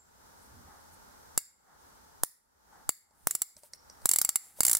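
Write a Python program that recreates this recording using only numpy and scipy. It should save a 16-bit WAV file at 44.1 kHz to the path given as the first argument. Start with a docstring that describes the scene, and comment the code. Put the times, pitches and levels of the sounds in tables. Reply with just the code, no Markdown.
"""A revolver's steel cylinder is turned by hand close to a camera, in a quiet tiled room.
Over the room's air noise, single pawl snaps come first: a crack of noise and the ring of steel modes.
Then a short spin runs, skin rubs and the loading gate is shut, its ticks, knocks and rings made alike.
Two faster spins follow, where friction noise grows with the speed from tooth to tooth.
The camera's gain control ducks the room noise at every snap and lets it swell back."""
import sys
import numpy as np
from scipy import signal
from scipy.fft import rfft, irfft
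from scipy.io import wavfile
from scipy.ndimage import uniform_filter1d, minimum_filter1d

SR = 44100
rng = np.random.default_rng(int(sys.argv[2]) if len(sys.argv) > 2 else 0)


def wav_record(signal):
    """Record a signal, one row per channel, as 16-bit PCM in the file named by sys.argv[1]."""
    frames = np.transpose(np.atleast_2d(signal))
    bounded = np.clip(frames, -1, 1)
    # unit amplitude maps onto the largest positive 16-bit level
    quanta = np.round(bounded * 32767).astype(np.int16)
    wavfile.write(sys.argv[1], SR, quanta)


N = 211544
TIME_S = np.arange(N) / SR
EVENT_S = np.arange(SR // 2) / SR  # time axis of one short event
FINE_HZ = np.fft.rfftfreq(N, 1 / SR)
PORT_HZ = np.fft.rfftfreq(4096, 1 / SR)


def amp(db):
    """The decibel law: 20 dB is a tenfold amplitude."""
    return 10 ** (np.asarray(db) / 20)


def read(points, hz):
    """Interpolates a spectrum on a logarithmic frequency axis."""
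    table_hz, value = np.transpose(points)
    return np.interp(np.log(hz + 1), np.log(table_hz + 1), value)


def swell(points):
    """An amplitude envelope: a level curve, linear in decibels, as a gain for every sample."""
    return amp(np.interp(TIME_S, *np.transpose(points)))


def unit(x):
    """Energy normalization: scales each row to the energy of 11 ms at level 1."""
    energy = np.sum(x ** 2, axis=-1, keepdims=True)
    return x * np.sqrt(.011 * SR / energy)


def add(mix, start_s, sound):
    """Superposition: adds a sound to both channels at a time that may lie before the start."""
    start = round(start_s * SR)
    sound = sound[..., max(-start, 0):]
    part = mix[:, max(start, 0):][:, :sound.shape[-1]]
    part += sound[..., :part.shape[1]]


def noise(colour_db, alike):
    """Partial coherence: coloured stereo noise of level 1 with a set left-right correlation."""
    left, other = rfft(rng.standard_normal((2, N)))
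    alike = np.clip(alike, -1, 1)
    right = alike * left + np.sqrt(1 - alike ** 2) * other
    x = irfft(np.array([left, right]) * amp(colour_db), N)
    return x / x.std()


def burst(spectrum, decay_s, scatter=0.53, steepness=0.88):
    """Chatter of two parts: a dying swarm of tiny impacts, scattered a little on the way to each port."""
    log_gain = np.log(amp(read(spectrum, abs(np.fft.fftfreq(2048, 1 / SR)))))
    # minimum phase puts the colour's energy at its onset
    colour = np.fft.ifft(np.exp(np.conj(signal.hilbert(log_gain)))).real[:512]
    decay = np.exp(-(EVENT_S / decay_s) ** steepness)
    swarm = rng.standard_normal((3, len(EVENT_S))) * decay
    at_ports = swarm[0] + scatter * swarm[1:]
    return unit(signal.fftconvolve(at_ports, colour[None], axes=1)[:, :len(EVENT_S)])


def ring(clusters, rise_s=0.00079):
    """Modal decay: clusters of close modes beat and die away, struck differently each time."""
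    size = len(EVENT_S)
    hz, width, db, t60 = np.transpose(clusters)[:, :, None]
    bands = np.exp(-.5 * ((np.fft.rfftfreq(size, 1 / SR) - hz) / width) ** 2)
    modes = irfft(bands * rfft(rng.standard_normal((len(hz), size))), size)
    envelope = amp(-60 * EVENT_S / t60) * (1 - np.exp(-EVENT_S / rise_s))
    return unit((amp(db) * unit(modes * envelope)).sum(0))


def strokes(rows):
    """Gaussian envelopes: each movement swells and fades, half as strong at the ends of its length."""
    return sum(amp(db) * .5 ** ((2 * (TIME_S - middle) / length) ** 2) for middle, length, db in rows)


# spectrum of the room's air noise: pitch_hz, relative_level_db
AIR_COLOUR = [(15, -30.5), (25, -7), (82, 0.5), (122, -10.5), (209, -5), (340, -9), (399, -6), (684, -8),
              (895, -4), (1140, -7), (1410, -5), (2560, -23), (5730, -15.5), (6920, -17), (15500, -23)]
# level of the room noise, faded in at the start as the recorder's gain recovers: time_s, relative_level_db
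AIR_LEVEL = [(0, -68.5), (.25, -58.5), (1.3, -57), (2.6, -61.5), (4.8, -58.5)]
# likeness of the air noise in the two ports: pitch_hz, correlation
AIR_ALIKE = [(60, 0.29), (150, -0.082), (380, -0.39), (2400, -0.26), (6000, -0.22), (15000, 0.31)]


def air(level_db=1.5, hum_hz=883, hum_half_width_hz=45, hum_db=5):
    """A diffuse field: wide room noise under a level curve with one broad resonance."""
    resonance_db = hum_db / (1 + ((FINE_HZ - hum_hz) / hum_half_width_hz) ** 2)
    field = noise(read(AIR_COLOUR, FINE_HZ) + resonance_db, read(AIR_ALIKE, FINE_HZ))
    return amp(level_db) * swell(AIR_LEVEL) * field


# colour of the room's return: pitch_hz, relative_level_db
RETURN_COLOUR = [(100, -2.5), (450, -6.5), (1000, -1), (2200, 5), (3000, -9), (4700, 3.5), (7500, -7),
                 (11000, 0), (15000, -3)]
# reverberation time of the room: pitch_hz, t60_s
ROOM_DECAY = [(200, 0.22), (2000, 0.54), (7000, 0.37), (11000, 0.37), (15000, 0.25)]


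def room(x, tail_db=-19.0, bounce_db=-22.0, bounce_s=0.012, build_s=0.0049):
    """Reverberation: one bounce off the tiles and a faint diffuse tail, decaying by frequency."""
    hz, t, z = signal.stft(rng.standard_normal((2, len(EVENT_S))), SR, nperseg=256)
    z = z * amp(read(RETURN_COLOUR, hz)[:, None] - 60 * t / read(ROOM_DECAY, hz)[:, None])
    tail = signal.istft(z, SR, nperseg=256)[1][:, :len(EVENT_S)]
    tail = tail * np.clip(EVENT_S / build_s, 0, 1)
    echo = amp(tail_db) * tail / np.linalg.norm(tail[0])
    echo[:, round(bounce_s * SR)] += amp(bounce_db)
    return signal.fftconvolve(x, echo, axes=1)[:, :N]


# level difference of the microphone pair toward the gun: pitch_hz, left_minus_right_db
BALANCE = [(300, 0.5), (1200, 1.7), (3700, -2.5), (4600, -3), (5600, -1.3), (7600, 0), (10200, -5),
           (11700, -5.5), (12800, -10), (14200, 3.5)]
# phase difference of the pair: pitch_hz, left_lead_rad
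LEAD = [(300, -0.96), (8000, -0.18), (11400, 0.55), (12400, 1.5), (14000, 1.8), (16000, 1.5)]


def ports(x):
    """Interchannel difference: the two microphone ports hear the near gun with own level and phase."""
    half = amp(read(BALANCE, PORT_HZ) / 2) * np.exp(.5j * read(LEAD, PORT_HZ))
    taps = np.fft.fftshift(irfft(np.array([half, 1 / half])), axes=1)
    return signal.fftconvolve(x, taps, axes=1)[:, len(PORT_HZ) - 1:][:, :N]  # undo the centring delay


def spin(full_speed_db, power, full_speed=55):
    """Friction as a power law of the coasting cylinder's speed, in teeth a second."""
    snap_s = [row[0] for row in SNAPS]
    coming = np.minimum(np.searchsorted(snap_s, TIME_S), len(SNAPS) - 1)
    speed = abs(uniform_filter1d(snap_speeds()[coming], size=400))
    return amp(full_speed_db) * (speed / full_speed) ** power


# spectrum of the hand's grip rumble: pitch_hz, relative_level_db
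RUMBLE_COLOUR = [(25, -17), (75, 2.5), (130, -8), (220, -5), (400, -21), (1500, -39)]
# shifts of the grip in the hand: middle_s, length_s, level_db
SHIFTS = [(.55, 0.16, -59), (.675, 0.04, -59.5), (3.19, .16, -68.5), (3.57, 0.026, -53), (4.57, 0.17, -55)]


def grip_rumble(hold_db=-77):
    """Contact noise: steady rumble of holding, stronger as the grip shifts or the cylinder spins."""
    level = amp(hold_db) + strokes(SHIFTS) + spin(-43.5, 2.1)
    return level * noise(read(RUMBLE_COLOUR, FINE_HZ), 0.71)


# spectrum of the cylinder on its pin: pitch_hz, relative_level_db
PIN_COLOUR = [(150, -17.5), (620, -11), (810, 4), (1000, -5), (1250, -2.5), (1900, -10), (2700, -33.5)]
# the fingers ease the cylinder round: middle_s, length_s, level_db
TURNS = [(.725, 0.13, -59), (1.71, 0.093, -56.5), (2.77, 0.12, -61), (3.14, 0.15, -61.5),
         (4.48, 0.62, -52.5)]


def pin_whirr():
    """Bearing friction: the cylinder whirrs on its pin, eased by fingers or coasting."""
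    return (strokes(TURNS) + spin(-42.5, 2.3)) * noise(read(PIN_COLOUR, FINE_HZ), 0.61)


# spectrum of skin and pawl over steel: pitch_hz, relative_level_db
SKIN_COLOUR = [(500, -14), (3000, -16), (6500, -11.5), (9500, -1), (11500, -7), (15500, -9)]
# strokes of skin over the steel: middle_s, length_s, level_db
RUBS = [(.44, .08, -65.5), (.94, .03, -60.5), (3.22, 0.17, -60.5), (3.585, 0.03, -42.5),
        (3.65, 0.054, -44.5), (3.745, .03, -51), (4.04, 0.058, -62.5), (4.46, 0.15, -38.5),
        (4.59, 0.045, -35)]


def skin_hiss():
    """Sliding friction: skin and pawl hiss over the steel as broadband noise."""
    return (strokes(RUBS) + spin(-23, 1.36)) * noise(read(SKIN_COLOUR, FINE_HZ), 0.81)


# light taps of the gate and fingers: start_s, tick_db, knock_db, ring_db
TAPS = [(3.109, -61, -59, -74), (3.5665, -38, -47.5, -62), (3.634, -43.5, -43, -69),
        (3.7346, -37, -57, -40.5), (3.898, -57, -64.5, -52.5), (4.018, -63, -64, -69),
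        (4.588, -52, -36.5, -73)]
# spectrum of the gate's tick: pitch_hz, relative_level_db
TICK_COLOUR = [(300, -38), (2100, -9.5), (3300, -37.5), (4400, 1.5), (6000, -4), (7000, -11.5), (8100, 2),
               (9500, -14.5), (15000, -28)]
# modes of the grip's knock: pitch_hz, width_hz, relative_energy_db, t60_s
GRIP_MODES = [(591, 31, 3.5, 0.032), (916, 27, -3.5, 0.069)]
# modes of the gate's ring: pitch_hz, width_hz, relative_energy_db, t60_s
GATE_MODES = [(5550, 510, 8, 0.024), (5500, 160, 0.5, 0.31)]


def gate(tick_s=0.0017):
    """Light impacts: the loading gate is nudged and shut; the grip answers with a dull knock."""
    out = np.zeros((2, N))
    for start_s, tick_db, knock_db, ring_db in TAPS:
        tick = amp(tick_db) * burst(TICK_COLOUR, tick_s)
        knock = amp(knock_db) * ring(GRIP_MODES)
        add(out, start_s, tick + knock + amp(ring_db) * ring(GATE_MODES))
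    return out


def snap_speeds(spin_gap_s=.15):
    """Rate is the inverse of period: teeth a second at each snap, zero where pushed from rest."""
    gap = np.diff([row[0] for row in SNAPS], prepend=-np.inf)
    return np.where(gap < spin_gap_s, 1 / gap, 0)


def microphone_overload(corner_hz=1150.0, damping=0.52):
    """Microphone overload: each snap adds one dull low push, shaped as a damped swing, without room sound."""
    out = np.zeros((2, N))
    turn = 2 * np.pi * corner_hz * EVENT_S
    swing = np.sin(turn) * np.exp(-damping * turn)
    push = unit(signal.sosfilt(signal.butter(3, 1900, fs=SR, output="sos"), swing))
    for (start_s, blow_db, ring_db), speed in zip(SNAPS, snap_speeds()):
        if speed:
            push_db = -13.5 - 0.1666 * speed  # in a spin the push weakens with speed
        else:
            push_db = -8 - 0.27 * ring_db  # at a single snap it is stronger where the ring is weaker
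        add(out, start_s, amp(blow_db + push_db) * push)
    return out


# pawl snaps, rings relative to the blow: start_s, blow_db, ring_db
SNAPS = [(-.19, -10, 1), (1.3768, -10, 3.5), (2.2348, -7, -5), (2.8919, -9, 0), (3.2713, -6.5, -11.5),
         (3.3094, -14.5, 7), (3.3509, -13, 5), (3.4187, -10.5, 2.5), (4.0568, -4.5, 2), (4.091, -5, 4.5),
         (4.1136, -4.5, 0), (4.1352, -7, 5.5), (4.16, -7, 4), (4.186, -6.5, 5), (4.215, -3.5, -13),
         (4.2481, -9.5, 9), (4.291, -7, 1.5), (4.3575, -7, 7), (4.6059, 0, 4), (4.6325, -4.5, 4),
         (4.651, 0, 3), (4.6659, -2.5, 1), (4.681, -3.5, 7), (4.6964, -3, 0.5), (4.7136, -2, 1),
         (4.731, -0.5, -4), (4.7501, -2, 2), (4.769, -6, -28.5), (4.7902, -4, -4)]
# spectrum of the crack of steel on steel: pitch_hz, relative_level_db
CRACK_COLOUR = [(60, -20), (500, -21), (1200, -12.5), (2150, -16.5), (2500, -26.5), (3600, -13.5),
                (4600, -10), (6300, -5), (8600, 0), (12000, -1.5), (14300, -4), (15500, 0)]
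# clusters of close modes in cylinder and frame: pitch_hz, width_hz, relative_energy_db, t60_s
STEEL_MODES = [(7650, 39, -2.5, 0.018), (7470, 240, 0.5, 0.021), (4610, 140, -15.5, .025),
               (2143, 130, -20, 0.023), (2845, 100, -24.5, 0.032), (10540, 270, -7.5, 0.015),
               (7410, 270, -17, 0.42)]


def ratchet(crack_gain_db=5.0, ring_gain_db=-4.0):
    """Impact excitation: each pawl snap is a crack and the ring of the steel's modes."""
    out = np.zeros((2, N))
    for (start_s, blow_db, ring_db), speed in zip(SNAPS, snap_speeds()):
        # the pawl chatters longer the faster the cylinder spins
        chatter_s = 0.0022 + .000024 * speed if speed else .0017
        crack = amp(crack_gain_db) * burst(CRACK_COLOUR, chatter_s)
        steel = amp(ring_db + ring_gain_db) * ring(STEEL_MODES)
        add(out, start_s, amp(blow_db) * (crack + steel))
    return out


def scene():
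    """Superposition of the gun close by, its room, the hands and the air."""
    gun = ratchet() + gate()
    hands = skin_hiss() + grip_rumble() + pin_whirr()
    return ports(gun + microphone_overload()) + room(gun) + hands + air()


def record(dry, limit_db=-21.0, squeeze=0.8, hold_s=0.18, recover_db_per_s=56.0, ceiling=1.0):
    """Compression: gain drops at once, holds, then recovers; peaks are rounded and the band limited."""
    power_db = 10 * np.log10(abs(uniform_filter1d((dry ** 2).mean(0), size=265)) + 1e-12)
    over_db = np.clip(squeeze, 0, 1) * np.maximum(power_db - limit_db, 0)
    half = int(hold_s * SR / 2)
    # the largest reduction of the past hold time
    held_db = -minimum_filter1d(-over_db, 2 * half + 1, origin=half, mode="nearest")
    # a running maximum on a slope lets the reduction fall only at the recovery rate
    fall_db = TIME_S * recover_db_per_s
    duck_db = uniform_filter1d(np.maximum.accumulate(held_db + fall_db) - fall_db, size=60)
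    rounded = ceiling * np.tanh(dry * amp(-duck_db) / ceiling)
    low_pass = signal.firwin(201, 15800, window=("kaiser", 7), fs=SR)  # cutoff in Hz
    return signal.oaconvolve(rounded, low_pass[None], "same")


dry = scene()
out = record(dry)
wav_record(out)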